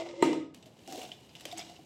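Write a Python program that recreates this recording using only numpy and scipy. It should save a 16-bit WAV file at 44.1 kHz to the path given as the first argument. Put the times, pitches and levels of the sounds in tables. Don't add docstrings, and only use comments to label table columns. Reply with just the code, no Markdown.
import sys
import numpy as np
from scipy import signal
from scipy.fft import rfft, irfft, next_fast_len
from scipy.io import wavfile
from scipy.ndimage import map_coordinates

SR = 44100
rng = np.random.default_rng(int(sys.argv[2]) if len(sys.argv) > 2 else 0)


def materialize(psi):
    bounded = np.clip(np.atleast_2d(psi).T, -1, 1)
    quanta = np.round(bounded * 32767).astype(np.int16)
    wavfile.write(sys.argv[1], SR, quanta)


def how_loud(loudness_db):
    steps = np.asarray(loudness_db, float) / 20
    return 10 ** steps


N = 81585
FADE_DB = 296


def unit(x):
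    return x / np.sqrt(np.mean(x ** 2) + 1e-20)


def along(points, hz):
    f, v = np.transpose(points)
    return np.interp(np.log(hz + 1), np.log(f + 1), v)


def level(rows):
    s, db = np.transpose(rows)
    return how_loud(np.interp(np.arange(N) / SR, s, db, left=-120))


def filtered(x, response):
    m = next_fast_len(len(x) + 8192)
    return irfft(rfft(x, m) * response(np.fft.rfftfreq(m, 1 / SR)), m)[:len(x)]


def coloured(x, spectrum):
    return filtered(x, lambda f: how_loud(along(spectrum, f)))


def body(peaks):
    def response(f):
        total = 0
        for k, (hz, width, db) in enumerate(peaks):
            damping = 1j * f * width
            total = total + (-1) ** k * how_loud(db) * damping / (hz * hz - f * f + damping)
        return total
    return response


def hiss(spectrum, size):
    return unit(coloured(rng.standard_normal(size), spectrum))


def wobble(rate, size):
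    knots = rng.standard_normal(int(size * rate / SR) + 4)
    return map_coordinates(knots, [np.arange(size) * rate / SR])


def grit(rate, depth_db):
    return how_loud(depth_db * wobble(rate, N)) * rng.standard_normal(N)


def ring(modes, t, rise):
    tones = sum(how_loud(db - 60 * t / t60) * np.sin(2 * np.pi * hz * t) for hz, db, t60 in modes)
    return tones * (1 - np.exp(-t / rise))


def add(track, s, sound):
    part = track[round(s * SR):][:len(sound)]
    part += sound[:len(part)]


def scrape(peaks, spectrum, tuned_db, wide_db):
    tuned = unit(filtered(grit(95, 4.6), body(peaks)))
    rasp = unit(coloured(grit(250, 1.6), spectrum))
    return how_loud(tuned_db) * tuned + how_loud(wide_db) * rasp


# (frequency [Hz], width [Hz], level [dB])
WALL_BANDS = [(2044, 91, -15), (2417, 18.6, -7), (2690, 20, -7), (2895, 102, -4.5), (3290, 33, 0.5),
              (3624, 54, -5), (3750, 26, -13), (4006, 65, -9), (5150, 57, -13.5), (5690, 63, -20)]


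def banded(x):
    bands = body([(hz, width, db / 3) for hz, width, db in WALL_BANDS])
    return filtered(x, lambda f: 1 + how_loud(5.5) * np.abs(bands(f)))


# (time [s], level [dB])
DRAG_LEVEL = [
    (0, -38.5),
    (.04, -48.5),
    (.1, -47),
    (.15, -52.5),
    (.18, -49),
    (.215, -45.5),
    (.23, -40),
    (.3, -91),
]
# (frequency [Hz], width [Hz], level [dB])
DRAG_OPEN = [(320, 26, 5.5), (650, 140, 7.5), (860, 18, -30), (2010, 240, -11)]
DRAG_CLOSED = [(350, 70, 3), (542, 90, 1), (920, 68, -2.5), (2100, 100, -13)]
# (frequency [Hz], density [dB per Hz])
DRAG_RASP = [(880, -50), (1500, -22), (2090, -34), (2440, -12.5), (3710, -13), (7570, -17), (12000, -34),
             (15600, -91), (22000, -120)]


def dragging():
    close_s, rasp_db = 0.15, -14.5
    shut = np.clip(np.arange(N) / SR / close_s, 0, 1) * np.pi / 2
    lifted = np.cos(shut) * scrape(DRAG_OPEN, DRAG_RASP, 0, rasp_db)
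    closed = np.sin(shut) * scrape(DRAG_CLOSED, DRAG_RASP, 0, rasp_db)
    return banded(level(DRAG_LEVEL) * (lifted + closed))


# (time [s], low note [Hz], level [dB], upper note [Hz], level [dB])
MOUTH_NOTES = [(0, 332.6, -42.5, 669.7, -43.5), (.04, 340.2, -47.5, 625, -52),
               (0.111, 341.3, -54.5, 599, -53), (0.141, 343, -47, 561, -61), (.175, 333, -48, 546, -53),
               (.19, 329, -44, 561, -45.5), (.222, 350, -43, 568, -50), (.235, 340, -89, 540, -88)]


def air_note(hz, db):
    waver_hz, waver_db = 45, 3.5
    swell = how_loud(db + waver_db * wobble(waver_hz, N))
    pitch = hz * (1 + .012 * wobble(waver_hz, N))
    return swell * np.sin(2 * np.pi * np.cumsum(pitch) / SR)


def mouth():
    s, *columns = np.transpose(MOUTH_NOTES)
    low_hz, low_db, up_hz, up_db = (np.interp(np.arange(N) / SR, s, c) for c in columns)
    return np.sqrt(2) * (air_note(low_hz, low_db) + air_note(up_hz, up_db))


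# (time [s], peak [dB], rim brightness [dB])
KNOCKS = [
    (0.0005, -43, 0),
    (0.0874, -45, -2),
    (0.2238, -7, 0),
    (0.3288, -22.5, -5),
]
# (frequency [Hz], level [dB], t60 [s])
CUP_MODES = [(346.7, 7, 0.027), (670, -7.5, 0.023), (926, -6.5, 0.046), (1240, -22, 0.15),
             (1980, -16.5, 0.033), (2870, -23.5, 0.036), (4076, -27.5, 0.063), (3293, -35.5, 0.17),
             (2128, -28, .08), (7560, -16.5, 0.011), (8250, -30, 0.049)]
# (frequency [Hz], level [dB], t60 [s])
HUM_MODES = [(154.7, -29.5, 0.98), (208.2, -33, 0.86), (274.5, -19.5, 0.97), (313, -10.5, 0.53),
             (333, -15, 0.6), (367, -15, 0.68), (487.6, -23.5, 0.79), (563, -35.5, 0.96),
             (919.4, -16, 0.31)]
# (frequency [Hz], level [dB])
RIM_HISS = [(600, -7.5), (1500, -10), (2500, -2), (8000, -7.5), (12000, -3.5), (16000, -11)]


def knocks():
    crack_db, crack_t60 = -28.5, 0.041
    near, blows, t = np.zeros(N), np.zeros(N), np.arange(SR) / SR
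    for s, db, bright_db in KNOCKS:
        for hz, mode_db, t60 in CUP_MODES:
            start = s + .0006 + 0.51 / hz
            mode = (hz, db + mode_db + bright_db * (hz > 1500), t60)
            add(near, start, ring([mode], t, 1.09 / hz))
        crack = how_loud(db + crack_db - 60 * t / crack_t60) * hiss(RIM_HISS, len(t))
        hum = sum(ring([mode], t, 0.054) * how_loud(3 * wobble(30, len(t))) for mode in HUM_MODES)
        add(near, s, crack + how_loud(db - FADE_DB * t ** 2) * hum)
        blows[round(s * SR)] = how_loud(db + 26.5 + bright_db / 4)
    return near, blows


def strikes(events, burst_noise):
    near, far, t = np.zeros(N), np.zeros(N), np.arange(SR // 8) / SR
    for s, db, hz, hiss_db, t60 in events:
        fuzz = unit(filtered(rng.standard_normal(len(t)), body([(hz, 0.1 * hz, 0)])))
        tone = 0.87 * np.sin(2 * np.pi * hz * t) + 0.49 * fuzz
        burst = how_loud(hiss_db) * burst_noise(len(t))
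        shape = how_loud(db - 6.5 - 60 * t / t60) * (1 - np.exp(-t / 0.00021))
        add(near, s, shape * (tone + burst))
        add(far, s, shape * (.35 * tone + burst))
    return near, far


# (time [s], peak [dB], ring [Hz], hiss over the ring [dB], t60 [s])
TAPS = [(.010, -45, 2100, -2, .03), (.0887, -41, 2130, -0.5, 0.035), (.111, -45.5, 2250, 1, .03),
        (0.158, -55.5, 2730, 6, .03), (0.1945, -53, 2050, -2, .04), (0.329, -34.5, 3000, 3.5, 0.034),
        (.626, -53.5, 7800, 7.5, 0.036), (0.79, -52, 3000, 2, 0.033), (1.051, -43, 4500, 3.5, 0.032),
        (1.1173, -29.5, 3026, -11.5, 0.03), (1.121, -45, 3440, -6, 0.18), (1.293, -54, 4950, 2, .04),
        (1.357, -46, 3450, 0.5, 0.033), (1.566, -47.5, 4500, 4, 0.046), (1.601, -46, 2780, 6, 0.051),
        (1.615, -41.5, 2346, -4.5, .09), (1.764, -49.5, 2800, -2, .04)]
# (frequency [Hz], level [dB])
TAP_HISS = [(600, -11), (1500, -7), (2500, 2.5), (4500, -0.5), (8000, -6), (10000, -34), (16000, -40)]


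def taps():
    return strikes(TAPS, lambda size: unit(banded(hiss(TAP_HISS, size))))


# (time [s], level
# [dB], frequency [Hz], t60 [s])
BONKS = [(.662, -50, 645, 0.089), (0.091, -58, 1240, 0.24), (.1, -60, 920, .3), (0.344, -47, 1273, 0.077),
         (.402, -51.5, 1250, 0.17), (0.556, -50, 257, 0.078), (.66, -48.5, 268, 0.059),
         (.877, -42, 772, 0.074), (.9, -50, 770, 0.052), (.922, -35.5, 739, 0.069),
         (.945, -40.5, 715, 0.051), (.977, -40, 480, 0.072), (1.118, -49, 710, 0.047),
         (0.879, -46, 264, 0.039), (0.929, -38, 352, 0.028), (.978, -43, 274, 0.044),
         (.979, -40, 645, 0.026), (1.014, -44, 755, 0.03), (1.043, -46, 730, 0.043),
         (1.456, -44, 331, 0.048), (1.459, -66, 202, 0.061), (1.456, -35, 545, 0.019),
         (1.526, -34.5, 709.5, 0.07), (1.544, -45, 327.5, 0.26), (1.585, -42, 690, 0.065),
         (1.591, -57.5, 332, 0.055), (1.613, -50, 709, .06), (1.632, -49, 706, 0.057),
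         (1.695, -44, 713, 0.043), (1.712, -45, 711, 0.054), (1.791, -44.5, 726, 0.026),
         (1.792, -46.5, 313, 0.097)]


def bonks():
    out, t = np.zeros(N), np.arange(SR // 3) / SR
    for s, db, hz, t60 in BONKS:
        modes = [(hz, db + 5.5, t60), (2.1 * hz, db - 23, t60 / 2)]
        add(out, s, ring(modes, t, 0.092 * t60))
    return out


# (frequency [Hz], width [Hz], level [dB])
STACK_BODY = [(290, 110, -1.5), (715, 105, -0.5), (1470, 120, -14), (2870, 220, -7.5), (3960, 510, -16.5)]
STACK_RING_DB = -6
# (time [s], level [dB])
GRIP_LEVEL = [
    (.54, -64),
    (.55, -61.5),
    (.62, -69.5),
    (.67, -66.5),
    (.75, -72.5),
    (.85, -79),
    (.88, -64),
]
LOOSEN_LEVEL = [
    (.74, -79),
    (.79, -68),
    (.87, -60.5),
    (.88, -106),
]


def gripping():
    return (level(GRIP_LEVEL) + level(LOOSEN_LEVEL)) * scrape(STACK_BODY[3:], RIM_HISS, STACK_RING_DB, 0)


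# (time [s], peak [dB], ring [Hz], hiss over the ring [dB], t60 [s])
RIM_CLICKS = [(0.545, -47.5, 3170, 9, 0.024), (0.6583, -54.5, 3040, 7, 0.075), (.8758, -37, 5540, 4, 0.011),
              (0.924, -31.5, 5440, 2, 0.017), (0.976, -45.5, 3070, 8, 0.026),
              (1.016, -31.5, 2910, -4.5, 0.04), (1.031, -44, 2800, 6.5, 0.042),
              (1.3525, -30.5, 2970, -9, 0.02), (1.398, -48, 3960, 8, 0.015),
              (1.4076, -46.5, 4000, 9.5, 0.038), (1.4534, -35.5, 3110, 11, 0.023),
              (1.514, -33, 3600, -9, 0.044), (1.5145, -39, 5100, -13, 0.023),
              (1.524, -40.5, 7420, 6, 0.035), (1.5811, -29, 7820, -9, 0.032),
              (1.574, -37.5, 6470, 0, 0.063), (1.586, -37, 2235, -9, 0.12), (1.593, -32, 5080, -6, 0.043),
              (1.612, -32.5, 3430, -10, 0.035), (1.685, -47, 2790, -24, 0.033),
              (1.698, -46.5, 4100, 4, 0.021)]


def rim_clicks():
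    return strikes(RIM_CLICKS, lambda size: hiss(RIM_HISS, size))


# (time [s], level [dB])
PULL_LEVEL = [
    (.872, -67),
    (.879, -51),
    (.93, -46),
    (.97, -46),
    (1.02, -46),
    (1.07, -52.5),
    (1.125, -59),
    (1.145, -64),
    (1.19, -95),
]
# (frequency [Hz], density [dB per Hz])
PULL_RASP = [(88, -58), (150, -30), (275, -2), (534, -9), (730, -3.5), (1290, -28), (2920, -15.5),
             (11500, -20), (16000, -19)]


def pulling():
    return level(PULL_LEVEL) * scrape(STACK_BODY, PULL_RASP, STACK_RING_DB, 0)


# (time [s], level [dB])
SETTLE_LEVEL = [
    (1.34, -93),
    (1.36, -57.5),
    (1.45, -61),
    (1.47, -52),
    (1.56, -61.5),
    (1.585, -47.5),
    (1.63, -56.5),
    (1.76, -61),
    (1.82, -87),
]
# (frequency [Hz], density [dB per Hz])
SETTLE_RASP = [(88, -55), (150, -41), (315, -4), (601, -23), (716, -1.5), (1190, -15.5), (2310, -18.5),
               (5050, -13), (16000, -23.5)]


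def settling():
    return banded(level(SETTLE_LEVEL) * scrape(STACK_BODY, SETTLE_RASP, STACK_RING_DB - 0.5, -0.91))


# (frequency [Hz], t60 [s])
ROOM_DECAY = [(150, 1), (1000, 0.92), (4000, 0.78), (8000, 0.51), (14000, 0.23)]


def room(x):
    gap_s = .006
    hz, t, z = signal.stft(rng.standard_normal(SR * 3 // 4), SR, nperseg=256)
    decay_db = -60 * t / along(ROOM_DECAY, hz)[:, None] - FADE_DB * t ** 2
    tail = signal.istft(z * how_loud(decay_db), SR, nperseg=256)[1]
    delayed = np.pad(x, (round(gap_s * SR), 0))
    return signal.fftconvolve(delayed, tail / np.linalg.norm(tail))[:N]


# (frequency [Hz], density [dB per Hz])
CLATTER = [(110, -51), (250, 2.5), (420, 1.5), (850, -15.5), (1500, -23.5), (2050, -18.5), (4700, -30),
           (8000, -25.5), (16000, -38)]
# (frequency [Hz], density [dB per Hz])
ROOM_AIR = [(40, 0.5), (70, 4.5), (130, 1), (280, -1), (800, -9.5), (1400, -22.5), (3000, -27), (8000, -39),
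            (14000, -50)]


def scene():
    drag, air_notes = dragging(), mouth()
    near, blows = knocks()
    tap_near, tap_far = taps()
    bodies = bonks()
    click_near, click_far = rim_clicks()
    close = near + tap_near + click_near + bodies + air_notes
    rubs = drag + gripping() + pulling() + settling()
    clatter = coloured(banded(room(blows)), CLATTER)
    stack_wet = room(how_loud(-7) * (tap_far + click_far) + how_loud(-12) * bodies)
    wet = clatter + how_loud(-20) * room(near) + stack_wet
    return (close + rubs + wet + how_loud(-58.5) * hiss(ROOM_AIR, N))[None]


def band_limit(x):
    return signal.sosfilt(signal.butter(12, 16650, fs=SR, output="sos"), x)


# (frequency [Hz], gain [dB])
MIC = [(30, -21), (60, -11), (120, 1.5), (8200, 0.5), (8600, -6), (16000, -12)]


def record(dry):
    ceiling, top_hz = .44, 15950
    dry = dry / (1 + np.abs(dry / ceiling) ** 3) ** (1 / 3)
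    mix = filtered(dry[0], lambda f: how_loud(along(MIC, f)) * (f < top_hz))[None]
    return band_limit(mix)


dry = scene()
out = record(dry)
materialize(out)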